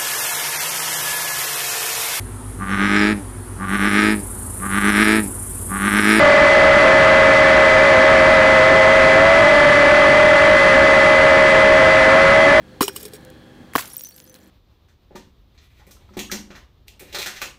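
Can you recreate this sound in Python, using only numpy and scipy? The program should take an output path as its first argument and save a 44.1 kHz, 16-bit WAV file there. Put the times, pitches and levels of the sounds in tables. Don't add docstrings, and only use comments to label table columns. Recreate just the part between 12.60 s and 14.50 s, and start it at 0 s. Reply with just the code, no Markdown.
import sys
import numpy as np
from scipy import signal
from scipy.fft import rfft, irfft, next_fast_len
from scipy.io import wavfile
from scipy.ndimage import uniform_filter1d, map_coordinates

SR = 44100
rng = np.random.default_rng(int(sys.argv[2]) if len(sys.argv) > 2 else 0)


def level_to_linear(level):
    exponent = np.asarray(level, float) / 20
    return 10 ** exponent


def materialize(psi):
    bounded = np.clip(np.atleast_2d(psi).T, -1, 1)
    quanta = np.round(bounded * 32767).astype(np.int16)
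    wavfile.write(sys.argv[1], SR, quanta)


N = 83790


def unit(x):
    return x / np.sqrt(np.mean(x ** 2) + 1e-20)


def along(points, hz):
    f, v = np.transpose(points)
    return np.interp(np.log(hz + 1), np.log(f + 1), v, left=-120, right=-120)


def filtered(x, response):
    m = next_fast_len(N + 8192)
    return irfft(rfft(x, m) * response(np.fft.rfftfreq(m, 1 / SR)), m)[:N]


def wobble(rate):
    knots = rng.standard_normal(int(N * rate / SR) + 4)
    return map_coordinates(knots, [np.arange(N) * rate / SR])


def add(track, s, sound):
    part = track[round(s * SR):][:len(sound)]
    part += sound[:len(part)]


def ring(hz, db, t60, attack=0.00026):
    t = np.arange(int(SR * t60 * 1.2) + 16) / SR
    return level_to_linear(db - 60 * t / t60) * (1 - np.exp(-t / attack)) * np.sin(2 * np.pi * hz * t)


def tick(hz, db):
    u = np.arange(-40, 41) / SR * hz
    return level_to_linear(db) * np.exp(-(u / 0.41) ** 2) * np.cos(2 * np.pi * u + 0.62)


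def grains(colour, count, size=64):
    when, pitch, loud = rng.random((3, count, 1))
    f = np.transpose(colour)[0]
    turns = f[0] * (f[-1] / f[0]) ** pitch ** .6 * np.arange(size) / SR
    spread_db, decay_cycles = 3, 2.5
    bits = level_to_linear(-spread_db * np.log(loud + 0.0014)) * np.sin(2 * np.pi * turns)
    bits = bits * np.exp(-turns / decay_cycles) * np.hanning(2 * size)[size:]
    places = (when * N).astype(int) + np.arange(size)
    bed = np.bincount(places.ravel(), bits.ravel(), N + size)[:N]
    spectrum = uniform_filter1d(np.abs(rfft(bed)) ** 2, size=2000) ** .5
    hz = np.fft.rfftfreq(N, 1 / SR)
    return unit(irfft(rfft(bed) / spectrum * level_to_linear(along(colour, hz)), N))


def bursts(rows):
    t, power = np.arange(N) / SR, np.zeros(N)
    for s, db, rise, t60 in rows:
        u = np.maximum(t - s, 0)
        power += (level_to_linear(db - 60 * u / t60) * (1 - np.exp(-u / rise))) ** 2
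    return np.sqrt(power)


# t/s, level/dB
BACKGROUND_GAIN = [(0, -2), (.3, 0.5), (1.15, -2), (1.2, -2), (1.42, -12.5), (1.9, -7)]
# multiple of firing rate, level/dB
EXHAUST_ORDERS = [(3, -1.5), (4, -10), (5, -2.5), (6, -0.5), (8, 0.5), (10, 1), (12, -6.5), (13, -1),
                  (14, -8), (16, -8)]
# f/Hz, level/dB per Hz
RUMBLE_COLOUR = [(15, -35), (45, -2), (150, -6.5), (350, -10), (560, -12), (680, -17.5), (2000, -23.5),
                 (16500, -45.5)]
# f/Hz, width/Hz, level/dB
HOUSING_RESONANCES = [(513.6, 11.5, -55), (793.7, 35, -63.5), (1680, 300, -59), (3290, 400, -62.5),
                      (4190, 630, -66)]


def generator():
    t = np.arange(N) / SR
    firing_hz, first_firing_s = 24.11, 0.00944
    turn = 2 * np.pi * firing_hz * (t - first_firing_s)
    out = np.zeros(N)
    for k, db in EXHAUST_ORDERS:
        level = level_to_linear(-52.5 + db - 2.5 * wobble(6))
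        out += level * np.cos(k * turn + .3 * wobble(5))
    rumble = unit(filtered(rng.standard_normal(N), lambda f: level_to_linear(along(RUMBLE_COLOUR, f))))
    out += rumble * level_to_linear(-47 + 0.84 * wobble(7.67))
    for hz, w, db in HOUSING_RESONANCES:
        level = level_to_linear(db + 1.86 * wobble(7.09))
        band = filtered(rng.standard_normal(N), lambda f: 1 / (1 + (2 * (f - hz) / w) ** 2))
        out += level * unit(band)
    return out * level_to_linear(np.interp(t, *np.transpose(BACKGROUND_GAIN)))


# t/s, level/dB, T60/s
CRACK_BURSTS = [(0.2073, -22, 0.18), (0.2186, -12, 0.018), (0.224, -22, 0.11), (0.2798, -20, 0.028),
                (0.3612, -28.5, 0.075), (.4047, -38, .04), (0.4283, -33.5, .03), (0.441, -41, 0.03),
                (0.4526, -29.5, .03), (.461, -40, .06), (.48, -42, .03), (0.523, -48, .03),
                (.5337, -37.5, .035), (.542, -44, .08), (.555, -44, .04), (.563, -45, .03),
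                (1.5775, -40, .02), (1.5805, -41, .015), (1.1346, -42.5, 0.11), (1.1527, -21, 0.035),
                (1.1587, -8, 0.0095)]
# t/s, level/dB, rise/s, T60/s
SWELLING_BURSTS = [
    (.315, -48.5, 0.017, 0.9),
    (.351, -40, 0.006, 0.1),
    (0.39, -40, 0.008, 0.15),
    (1.163, -20, 0.0012, .045),
    (1.177, -23, 0.006, 0.15),
    (1.575, -52, .005, 0.11),
    (1.744, -45, 0.0073, 0.11),
]
# f/Hz, level/dB per Hz
GRIT_COLOUR = [(1200, -18), (2800, -1.5), (6000, -2.5), (13000, 0), (15700, -0.5)]


def splinters(clumps):
    crack_rise_s = .0004
    cracks = [(s, db, crack_rise_s, t60) for s, db, t60 in CRACK_BURSTS]
    return clumps * grains(GRIT_COLOUR, count=16000) * bursts(SWELLING_BURSTS + cracks)


def wall_rattle(grit):
    rattle_until_s, rattle_db, rattle_t60 = .62, -6, .022
    wall = sum(ring(hz, db, rattle_t60) for hz, (db, t60) in zip(WALL_HZ, WALL_MODES))
    drive = grit * (np.arange(N) < rattle_until_s * SR)
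    return level_to_linear(rattle_db) * signal.fftconvolve(drive, wall / np.linalg.norm(wall))[:N]


# t/s, level/dB, rise/s, T60/s
CRUSH_BURSTS = [
    (.2075, -19.5, .002, 0.11),
    (.2805, -32.5, 0.00079, 0.078),
    (1.146, -36.5, 0.0041, .05),
    (1.16, -24.5, 0.00091, 0.021),
    (1.1795, -20.5, 0.003, 0.075),
    (1.204, -35.5, 0.0056, 0.3),
    (1.337, -41, 0.0032, 0.042),
    (1.748, -49, .008, .12),
]
# f/Hz, level/dB per Hz
RUBBLE_COLOUR = [(150, -12.5), (500, -3), (1300, 4), (4500, -6.5), (8000, -26)]


def rubble(clumps):
    return clumps * grains(RUBBLE_COLOUR, count=10000) * bursts(CRUSH_BURSTS)


WALL_HZ = [2460, 4037, 5060, 5546, 5790, 6890, 7652, 7990, 8405, 8540, 9660, 11070, 12950, 14400]
# level/dB, T60/s
WALL_MODES = [(-11, .22), (-16, .14), (-10, .16), (-6, .16), (-12, .35), (-9, .11), (-13, .1), (-17, .1),
              (-9, .05), (-9, .055), (-15, .045), (-14, .035), (-10, .035), (-13, .035)]
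# t/s, wall level/dB, air level/dB, air f/Hz
JAR_CONTACTS = [
    (.208, -27.5, -24, 385),
    (0.2186, -27, -19, 398),
    (.2315, -36, -19, 402),
    (.2375, -24, -40, 402),
    (0.2808, -17, -23.5, 392),
    (.362, -27, -37, 410),
    (0.4289, -40, -38, 418),
    (.453, -39, -30.5, 423),
    (0.5349, -40.5, -32.5, 422),
]


def jar():
    scatter_db, loose_after_s, long_t60, long_loss_db = 2, .25, .095, 19
    out = np.zeros(N)
    chance = rng.standard_normal((len(JAR_CONTACTS), len(WALL_MODES)))
    for (s, wall_db, air_db, air_hz), row in zip(JAR_CONTACTS, chance):
        for hz, (db, t60), z in zip(WALL_HZ, WALL_MODES, row):
            loss_db = long_loss_db * (s > loose_after_s and t60 > long_t60)
            add(out, s, ring(hz, wall_db + db - loss_db + scatter_db * z, t60))
        add(out, s, ring(air_hz, air_db, t60=.1, attack=0.002))
    return out * level_to_linear(1.2 * wobble(151.7))


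# t/s, f/Hz, level/dB, T60/s
KNOCK_BLOWS = [(0.2085, 1062, -1, 0.015), (0.21, 252, -5, 0.028), (0.2305, 1250, -13, 0.012),
               (.2125, 506, -15.5, 0.034), (.2805, 954, -15.5, 0.014), (0.295, 1500, -25.5, 0.014),
               (.2806, 2950, -13, 0.014), (.3622, 2950, -27, 0.033), (.3615, 1150, -30, .02),
               (.453, 1050, -38, .015), (.2085, 2950, -18, .015), (.227, 2950, -21, .03),
               (.2115, 370, -7, .022), (1.341, 1000, -40, .02), (1.753, 4100, -40.5, .02),
               (1.004, 254, -37.5, 0.085), (1.014, 115, -29, 0.043), (1.1362, 1900, -19, 0.0035),
               (1.1536, 1090, -2, 0.019), (1.157, 273, -8, 0.027), (1.156, 141.3, -29, 0.075),
               (1.1595, 1700, -1, 0.0055), (1.1605, 720, -8, 0.012), (1.195, 1080, -18.5, 0.011),
               (1.1535, 3100, -14, 0.011), (1.1575, 467, -13.5, 0.025)]


def knocks():
    out = np.zeros(N)
    for s, hz, db, t60 in KNOCK_BLOWS:
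        add(out, s, ring(hz, db, t60, attack=0.33 / hz))
    return out


# t/s, level/dB, centre f/Hz
GRIT_TICKS = [(0.6502, -27, 8920), (0.7023, -27.5, 9600), (1.3495, -32, 13000), (1.3675, -22, 9000),
              (1.394, -29, 4050), (1.4097, -19, 6200), (1.448, -25.5, 6130), (1.471, -20, 11000),
              (1.4885, -27, 10000), (1.545, -36, 10000), (1.563, -28, 9000), (1.584, -34, 4200),
              (1.261, -32, 12000), (1.2777, -30, 5000), (1.36, -28, 4500), (1.379, -30, 12000),
              (1.436, -32, 5000), (1.483, -38, 8000), (1.511, -38, 2600), (1.519, -38, 12000),
              (1.609, -40, 9000), (1.618, -42, 10000), (1.641, -34, 11000), (1.676, -36, 5000),
              (1.716, -41, 5000), (1.734, -40, 11000), (1.7885, -40, 3700), (1.81, -44, 10000),
              (1.86, -44, 10000), (1.868, -42, 3000), (1.595, -34, 11140), (1.602, -25, 5370),
              (1.667, -40, 7000), (1.697, -28.5, 10000), (1.7428, -25, 6940)]


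def grit_ticks():
    out = np.zeros(N)
    for s, db, hz in GRIT_TICKS:
        add(out, s - 40 / SR, tick(hz, db))
    return out


# t/s, f/Hz, level/dB, T60/s
SHARD_LANDINGS = [(1.31, 5610, -42.5, 0.13), (1.367, 5630, -39, .025), (1.387, 5640, -47, 0.22),
                  (1.428, 5630, -47, 0.28), (1.49, 5625, -52, .15), (1.424, 12350, -49, 0.1),
                  (1.437, 12440, -46, .12), (1.394, 9600, -46, .06), (1.544, 6120, -50, .04),
                  (1.625, 6110, -57, .06), (1.588, 12430, -50, .1), (1.809, 6090, -57, .04),
                  (1.448, 6100, -33, 0.02), (1.4535, 6100, -29, 0.075), (1.521, 4460, -50.5, 0.089),
                  (1.563, 12430, -43, 0.06), (1.641, 12420, -42, 0.038), (1.676, 6125, -50, 0.09),
                  (1.6955, 6110, -45, 0.09)]
# t/s, f/Hz, level/dB, T60/s
SPLINTER_GLINTS = [(1.204, 11100, -26.5, .03), (1.206, 4500, -33, .04), (1.22, 10300, -37, .02),
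                   (1.278, 11250, -32.5, .02), (1.3, 9600, -39, .03), (1.303, 14200, -40, .012),
                   (1.331, 9400, -39, .01), (1.334, 11000, -29, .035), (1.349, 10880, -32, .018),
                   (1.36, 13300, -39, .012), (1.3675, 14200, -16, .013), (1.368, 11100, -35, .012),
                   (1.376, 12000, -38, .01), (1.381, 8230, -28, .018), (1.381, 15100, -33, .012),
                   (1.394, 10800, -33, .025), (1.395, 13300, -33, .022), (1.395, 15500, -33, .012),
                   (1.41, 15300, -33, .015), (1.4165, 15420, -25, .016), (1.421, 8340, -35.5, .015),
                   (1.436, 14000, -25, .025), (1.448, 10360, -33, .018), (1.448, 8200, -39, .015),
                   (1.452, 14700, -41, .025), (1.471, 15400, -34, .01), (1.489, 15200, -32, .02),
                   (1.508, 15300, -44, .02), (1.603, 15500, -44, .03), (1.624, 14700, -50, .04),
                   (1.674, 14700, -53, .03), (1.696, 14700, -41, .014), (1.696, 10200, -47, .012),
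                   (1.726, 10400, -52, .025), (1.742, 15500, -46, .02), (1.875, 12500, -50, .02)]


def shards():
    twin_ratio, twin_db = 1.035, -9
    out = np.zeros(N)
    for s, hz, db, t60 in SHARD_LANDINGS:
        add(out, s, ring(hz, db, t60, attack=0.00019))
    for s, hz, db, t60 in SPLINTER_GLINTS:
        add(out, s, ring(hz, db, t60, attack=0.0003))
        add(out, s, ring(hz * twin_ratio, db + twin_db, t60, attack=0.0003))
    return out * level_to_linear(2.1 * wobble(250))


# t/s, level/dB, rise/s, T60/s
CRUMB_BURSTS = [
    (1.21, -44.5, 0.037, 1.18),
    (1.8, -60, 0.025, .7),
]


def crumbs():
    return level_to_linear(2.2 * wobble(120)) * grains(GRIT_COLOUR, count=4000) * bursts(CRUMB_BURSTS)


def strays(count=520):
    from_s, to_s, level_db, fade_db = 1.22, 1.9, -51, 18
    out = np.zeros(N)
    for when, pitch, size, life in rng.random((count, 4)):
        late = when ** 2
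        s = from_s + (to_s - from_s) * late
        hz = 4000 + 11500 * pitch
        db = level_db + 12 * size ** 2 - fade_db * late
        sound = tick(hz, db + 10) if life < .4 else ring(hz, db + 5, .016 * life)
        add(out, s, sound)
    return out


def surroundings(x):
    echo_db, echo_t60 = -20, .08
    t = np.arange(SR // 4) / SR
    tail = rng.standard_normal(len(t)) * level_to_linear(-60 * t / echo_t60) * (t > .002)
    return level_to_linear(echo_db) * signal.fftconvolve(x, tail / np.linalg.norm(tail))[:N]


def scene():
    background = generator()
    clumps = level_to_linear(1.5 * wobble(250))
    bright = splinters(clumps)
    near = bright + wall_rattle(bright) + rubble(clumps) + jar() + knocks()
    near = near + grit_ticks() + shards() + crumbs() + strays()
    return (near + surroundings(near) + background)[None]


def band_limit(x):
    return signal.sosfilt(signal.butter(12, 16800, fs=SR, output="sos"), x)


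def record(dry):
    low_cut_hz, top_hz, clip_top, clip_knee = 60, 15900, .72, 4
    heard = filtered(dry[0], lambda f: 1j * f / (low_cut_hz + 1j * f) / (1 + (f / top_hz) ** 90))[None]
    mix = heard / (1 + np.abs(heard / clip_top) ** clip_knee) ** (1 / clip_knee)
    return band_limit(mix)


dry = scene()
out = record(dry)
materialize(out)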